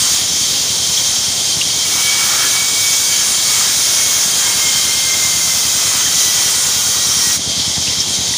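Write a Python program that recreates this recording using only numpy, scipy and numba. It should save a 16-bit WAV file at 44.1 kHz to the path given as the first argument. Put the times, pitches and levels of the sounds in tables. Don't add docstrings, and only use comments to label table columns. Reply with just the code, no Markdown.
import sys
import numpy as np
from scipy import signal
from scipy.fft import rfft, irfft, next_fast_len
from scipy.io import wavfile
from scipy.ndimage import uniform_filter1d
from numba import njit

SR = 44100
rng = np.random.default_rng(int(sys.argv[2]) if len(sys.argv) > 2 else 0)


def generate_wav(signal):
    frames = np.transpose(np.atleast_2d(signal))
    scaled = np.clip(frames, -1, 1) * 32767
    pcm = np.round(scaled).astype(np.int16)
    wavfile.write(sys.argv[1], SR, pcm)


N = 369116


def undb(db):
    return 10 ** (np.asarray(db) / 20)


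def level(x, db):
    return x * undb(db) / np.sqrt(np.mean(x ** 2))


def curve(table):
    seconds, values = np.transpose(table)
    return np.interp(np.arange(N) / SR, seconds, values)


def swell(middle_s, length_s):
    return np.sin(np.pi * np.clip((np.arange(N) / SR - middle_s) / length_s + .5, 0, 1))


def walk(rate_hz):
    hold = int(SR / rate_hz)
    steps = np.repeat(rng.standard_normal(N // 200), hold)[:N]
    return 1.3 * uniform_filter1d(uniform_filter1d(steps, hold), hold)


@njit
def svf(x, hz, width):
    y, band, low = np.empty(len(x)), 0., 0.
    g, damping = np.tan(np.pi * hz / SR), width / hz
    for i in range(len(x)):
        v = (band + g * (x[i] - low)) / (1 + g * (g + damping))
        band, low, y[i] = 2 * v - band, low + 2 * g * v, damping * v
    return y


def colour(x, shape, flicker_db, flicker_hz, tilt_db=0):
    size = next_fast_len(N)
    octave = np.log2(np.maximum(np.arange(size // 2 + 1) * SR / size, 1))
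    hz, db = np.transpose(shape)
    shape_db = np.interp(octave, np.log2(hz), db, -90, db[-1])
    spectrum = rfft(x, size) * undb(shape_db + tilt_db * (octave - 12))
    out = np.zeros(N)
    for centre in np.arange(np.log2(hz[0]), np.log2(hz[-1]) + .25, .25):
        overlap = np.clip(1 - 4 * abs(octave - centre), 0, 1)
        out += irfft(spectrum * overlap, size)[:N] * undb(flicker_db * walk(flicker_hz))
    return out


# frequency in Hz, gain in dB.
RASP_COLOUR = [(1200, -45.5), (2100, -17.5), (2950, -21.5), (3150, -6), (4200, -4.5), (6500, 0.5),
               (7450, -3), (8050, -11), (8500, -4.5), (9700, -7), (10200, -10), (13800, -21),
               (14600, -10.5), (15500, -11)]
# frequency in Hz, width in Hz, level in dB against the others.
BAND_MODES = [(2820, 50, -10), (3130, 60, -1), (3210, 90, 1), (3550, 50, -7), (3830, 60, -5),
              (3960, 50, -7), (4480, 50, -6), (4650, 50, -2), (4740, 50, -4), (5080, 60, -5),
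              (5290, 50, -5), (5425, 50, 0), (5510, 50, -2), (5830, 60, -3), (6010, 70, 0), (6200, 60, -1),
              (6300, 50, -2), (6450, 60, -1), (6570, 60, 0), (6700, 60, -1), (6950, 60, -4), (7125, 60, -3),
              (7540, 70, -5), (8460, 120, -4), (9020, 80, -7), (9670, 100, -7)]
RINGING_DB = -7.5


def rasp(drive, tilt_db):
    modes = np.zeros(N)
    for hz, width, db in BAND_MODES:
        modes += undb(db + 3.8 * walk(12)) * svf(drive, 1. * hz, 1. * width) / np.sqrt(width)
    plain = colour(drive, RASP_COLOUR, 1.32, 14, tilt_db)
    return level(plain, 0) + level(modes, RINGING_DB)


PARTED_S = 7.39
HISS_DB = -15
# time in seconds, bite in dB against the full bite.
BITE = [(0, 1), (.15, 0.5), (.25, -7.5), (.45, -7), (.8, -7), (.92, -6.5), (1.05, -2.5), (1.17, -5),
        (1.3, -9.5), (1.65, -11), (1.9, -2.5), (2.3, 1), (2.56, 1.5), (2.73, -1.5), (2.95, 1), (3.4, -1),
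        (3.6, 1.5), (4.6, 1), (5.6, -0.5), (6.05, 0), (6.26, 2.5), (6.8, -0.5), (7.37, 0)]


def cut():
    bite_db = curve(BITE) + .45 * walk(12)
    hiss = level(rasp(rng.standard_normal(N), tilt_db=1.5), HISS_DB)
    engaged = np.clip((PARTED_S - np.arange(N) / SR) / .03, 0, 1)
    return engaged * (undb(bite_db) * hiss + crunch(bite_db) + song())


# frequency in Hz, gain in dB.
CRUNCH_COLOUR = [(300, -7.5), (600, -5), (900, -1.5), (1250, 1), (1700, -1), (2300, 1.5), (3000, -4),
                 (4500, -17)]
# middle in seconds, length in seconds, change of crunch in dB, groan in Hz.
KNOTS = [(2.3, 0.82, 4, 1350), (3.613, 0.27, 2, 1320), (4.53, .25, 1, 1000), (5.933, .45, 1, 1240),
         (7.0, .6, -1, 1190)]
CRUNCH_DB, CRUNCH_SLOPE = -29.5, 1.09
GROAN_WIDTH_HZ, GROAN_DB = 240, -2.5


def crunch(bite_db):
    rough = rng.standard_normal(N) * undb(1.07 * walk(40))
    breaking = level(colour(rough, CRUNCH_COLOUR, 0.9, 8), CRUNCH_DB)
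    crunch_db, groan = CRUNCH_SLOPE * bite_db, np.zeros(N)
    for middle, length, db, hz in KNOTS:
        knot = swell(middle, length)
        crunch_db += db * knot
        groan += knot * svf(breaking, 1. * hz, 1. * GROAN_WIDTH_HZ)
    return undb(crunch_db) * (breaking + undb(GROAN_DB) * groan)


# time in seconds, level in dB.
RUBBING = [(0, -17.5), (1.6, -17.5), (2.2, -20), (5, -22), (7.2, -21.5), (7.5, -19), (8.37, -18)]


def guides():
    rub = rng.standard_normal(N) * undb(.8 * walk(40))
    return level(rasp(rub, tilt_db=-6.0), 0) * undb(curve(RUBBING))


# time in seconds, firings per second in Hz.
FIRING_RATE = [(0.0, 10.192), (1.39, 10.438), (2.79, 10.523), (4.18, 10.191), (5.58, 9.946), (6.97, 9.83),
               (8.37, 9.837)]
# delay from the firing mark in seconds, pitch in Hz, level in dB, polarity.
THUD_PATHS = [(-.0135, 130, -9, 1), (-.0025, 108, 0, 1), (.018, 185, -6, -1), (.023, 108, -4.5, 1),
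              (.041, 170, -14, -1)]
# time in seconds, thud level in dB.
EFFORT = [(0, -37), (1, -37.5), (2, -39.5), (3.2, -41), (4.2, -39), (5.4, -35.5), (6.2, -37), (7, -35.5),
          (7.6, -32.5), (8.37, -34)]
FIRST_FIRING_S = .0225


def diesel():
    cycles = np.cumsum(curve(FIRING_RATE)) / SR
    cycles -= cycles[int(FIRST_FIRING_S * SR)]
    firings = np.flatnonzero(np.diff(np.floor(cycles)))
    sizes = undb(1.2 * rng.standard_normal((len(firings), len(THUD_PATHS))))
    out = np.zeros(N)
    for (delay, hz, db, polarity), size in zip(THUD_PATHS, sizes.T):
        pulses = np.zeros(N)
        pulses[np.clip(firings + int(delay * SR), 0, N - 1)] = size
        thuds = svf(svf(pulses, 1. * hz, 1.1 * hz), 1. * hz, 1.6 * hz)
        out += polarity * undb(db) * level(thuds, 0)
    return level(out, 0) * undb(curve(EFFORT))


# frequency in Hz, gain in dB.
SHED_COLOUR = [(30, -34), (60, -30), (105, -10), (180, -13.5), (350, -15.5), (750, -15), (1580, -20.5),
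               (2800, -58), (3600, -49)]


def shed():
    return level(colour(rng.standard_normal(N), SHED_COLOUR, 1.4, 9.8), -34.5)


# start in seconds, level in dB before the decay, ring in Hz, time to fall 60 dB in seconds.
CLACKS = [(.972, -12, 3400, 0.07), (1.612, -7, 2900, 0.042), (1.7, -12, 3150, 0.035),
          (6.058, -25, 1820, .15), (7.769, -19, 815, 0.03), (7.871, -13, 2800, 0.05),
          (8.0, -5, 5530, 0.039), (8.335, -20, 1950, 0.046)]


def clacks():
    out, t = np.zeros(N), np.arange(SR // 5) / SR
    for start, db, hz, t60 in CLACKS:
        noise = rng.standard_normal(len(t))
        ring = level(svf(svf(noise, 1. * hz, .17 * hz), 1. * hz, .17 * hz), db)
        ring *= np.minimum(t / .004, 1) * np.exp(-np.log(1000) * t / t60)
        i = int(start * SR)
        out[i:i + len(t)] += ring[:N - i]
    return out


# time in seconds, teeth meeting the wood per second in Hz.
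TOOTH_RATE = [(1.8, 566.3), (3.1, 564.4), (3.6, 555.9), (4.2, 546.2), (4.7, 532.8), (5.2, 525.6),
              (5.5, 519.1), (6.2, 495.0), (6.6, 485.5), (7.0, 477.0), (7.2, 475.2), (7.38, 479.0)]
# middle in seconds, length in seconds, multiple, level in dB before the flutter.
SQUEALS = [(2.09, .22, 4, -24), (2.22, .09, 4, -25), (2.6, 2.2, 4, -32), (2.59, .2, 4, -26),
           (2.87, .26, 4, -25), (3.06, .15, 4, -31), (3.55, .28, 4, -32), (3.93, .14, 4, -34),
           (4.12, .2, 4, -32), (4.49, .15, 4, -31), (4.66, .2, 4, -27), (4.78, .1, 4, -32),
           (4.93, .16, 4, -33), (5.2, .3, 4, -31), (5.2, 1.4, 4, -33), (6.28, .08, 4, -35),
           (6.66, .25, 4, -40), (7.0, .22, 4, -37), (7.28, .22, 4, -33), (2.1, .2, 3, -37),
           (2.5, .25, 3, -35), (3.17, .25, 3, -38), (3.68, .35, 3, -40), (4.48, .28, 3, -37),
           (4.78, .15, 3, -40), (5.15, .3, 3, -39), (6.4, .6, 3, -41), (6.85, .3, 3, -39),
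           (2.15, .3, 5, -35), (3.4, .5, 8, -29), (3.4, .8, 16, -34), (3.5, .7, 7, -33), (4.1, .6, 12, -24),
           (4.1, .4, 11, -27), (4.3, .8, 6, -32), (4.8, .4, 6, -29), (4.8, .3, 8, -32), (5.8, .4, 8, -35),
           (6.22, .25, 8, -27), (6.3, .6, 12, -25), (6.4, .4, 11, -27), (6.8, .5, 14, -31),
           (7.05, .5, 8, -32), (7.0, .4, 13, -28), (7.21, .55, 12, -23)]
SINGS_FROM_S = 1.85
HUM_DB, FOURTH_DB = -47, -43


def song():
    teeth = np.cumsum(curve(TOOTH_RATE)) / SR + .02 * walk(80)
    singing = np.arange(N) > SINGS_FROM_S * SR
    gains = {}
    for k in range(3, 17):
        gains[k] = undb((FOURTH_DB if k == 4 else HUM_DB) + 4 * walk(6)) * singing
    for middle, length, k, db in SQUEALS:
        gains[k] = np.hypot(gains[k], undb(db) * swell(middle, length))
    out = np.zeros(N)
    for k, gain in gains.items():
        out += np.sqrt(2) * gain * undb(3.5 * walk(120)) * np.sin(2 * np.pi * k * teeth)
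    return out


def scene():
    return np.tile(cut() + guides() + diesel() + shed() + clacks(), (2, 1))


@njit
def follow(x, start, attack, release):
    e, out = start, np.empty(len(x))
    for i in range(len(x)):
        e += (x[i] - e) * (attack if x[i] > e else release)
        out[i] = e
    return out


def record(dry):
    sound = signal.sosfilt(signal.butter(3, 60, "high", fs=SR, output="sos"), dry[0])
    target_power = undb(-13.3) ** 2
    power = uniform_filter1d(sound ** 2, size=441)
    envelope = follow(power, target_power, 1 / (.052 * SR), 1 / (.1 * SR))
    sound = sound * (target_power / envelope) ** 0.19
    sound = np.tanh(1.304 * sound) / 1.204
    top_cut = signal.ellip(14, .2, 90, 15500, fs=SR, output="sos")
    return np.tile(signal.sosfilt(top_cut, sound), (2, 1))


dry = scene()
out = record(dry)
generate_wav(out)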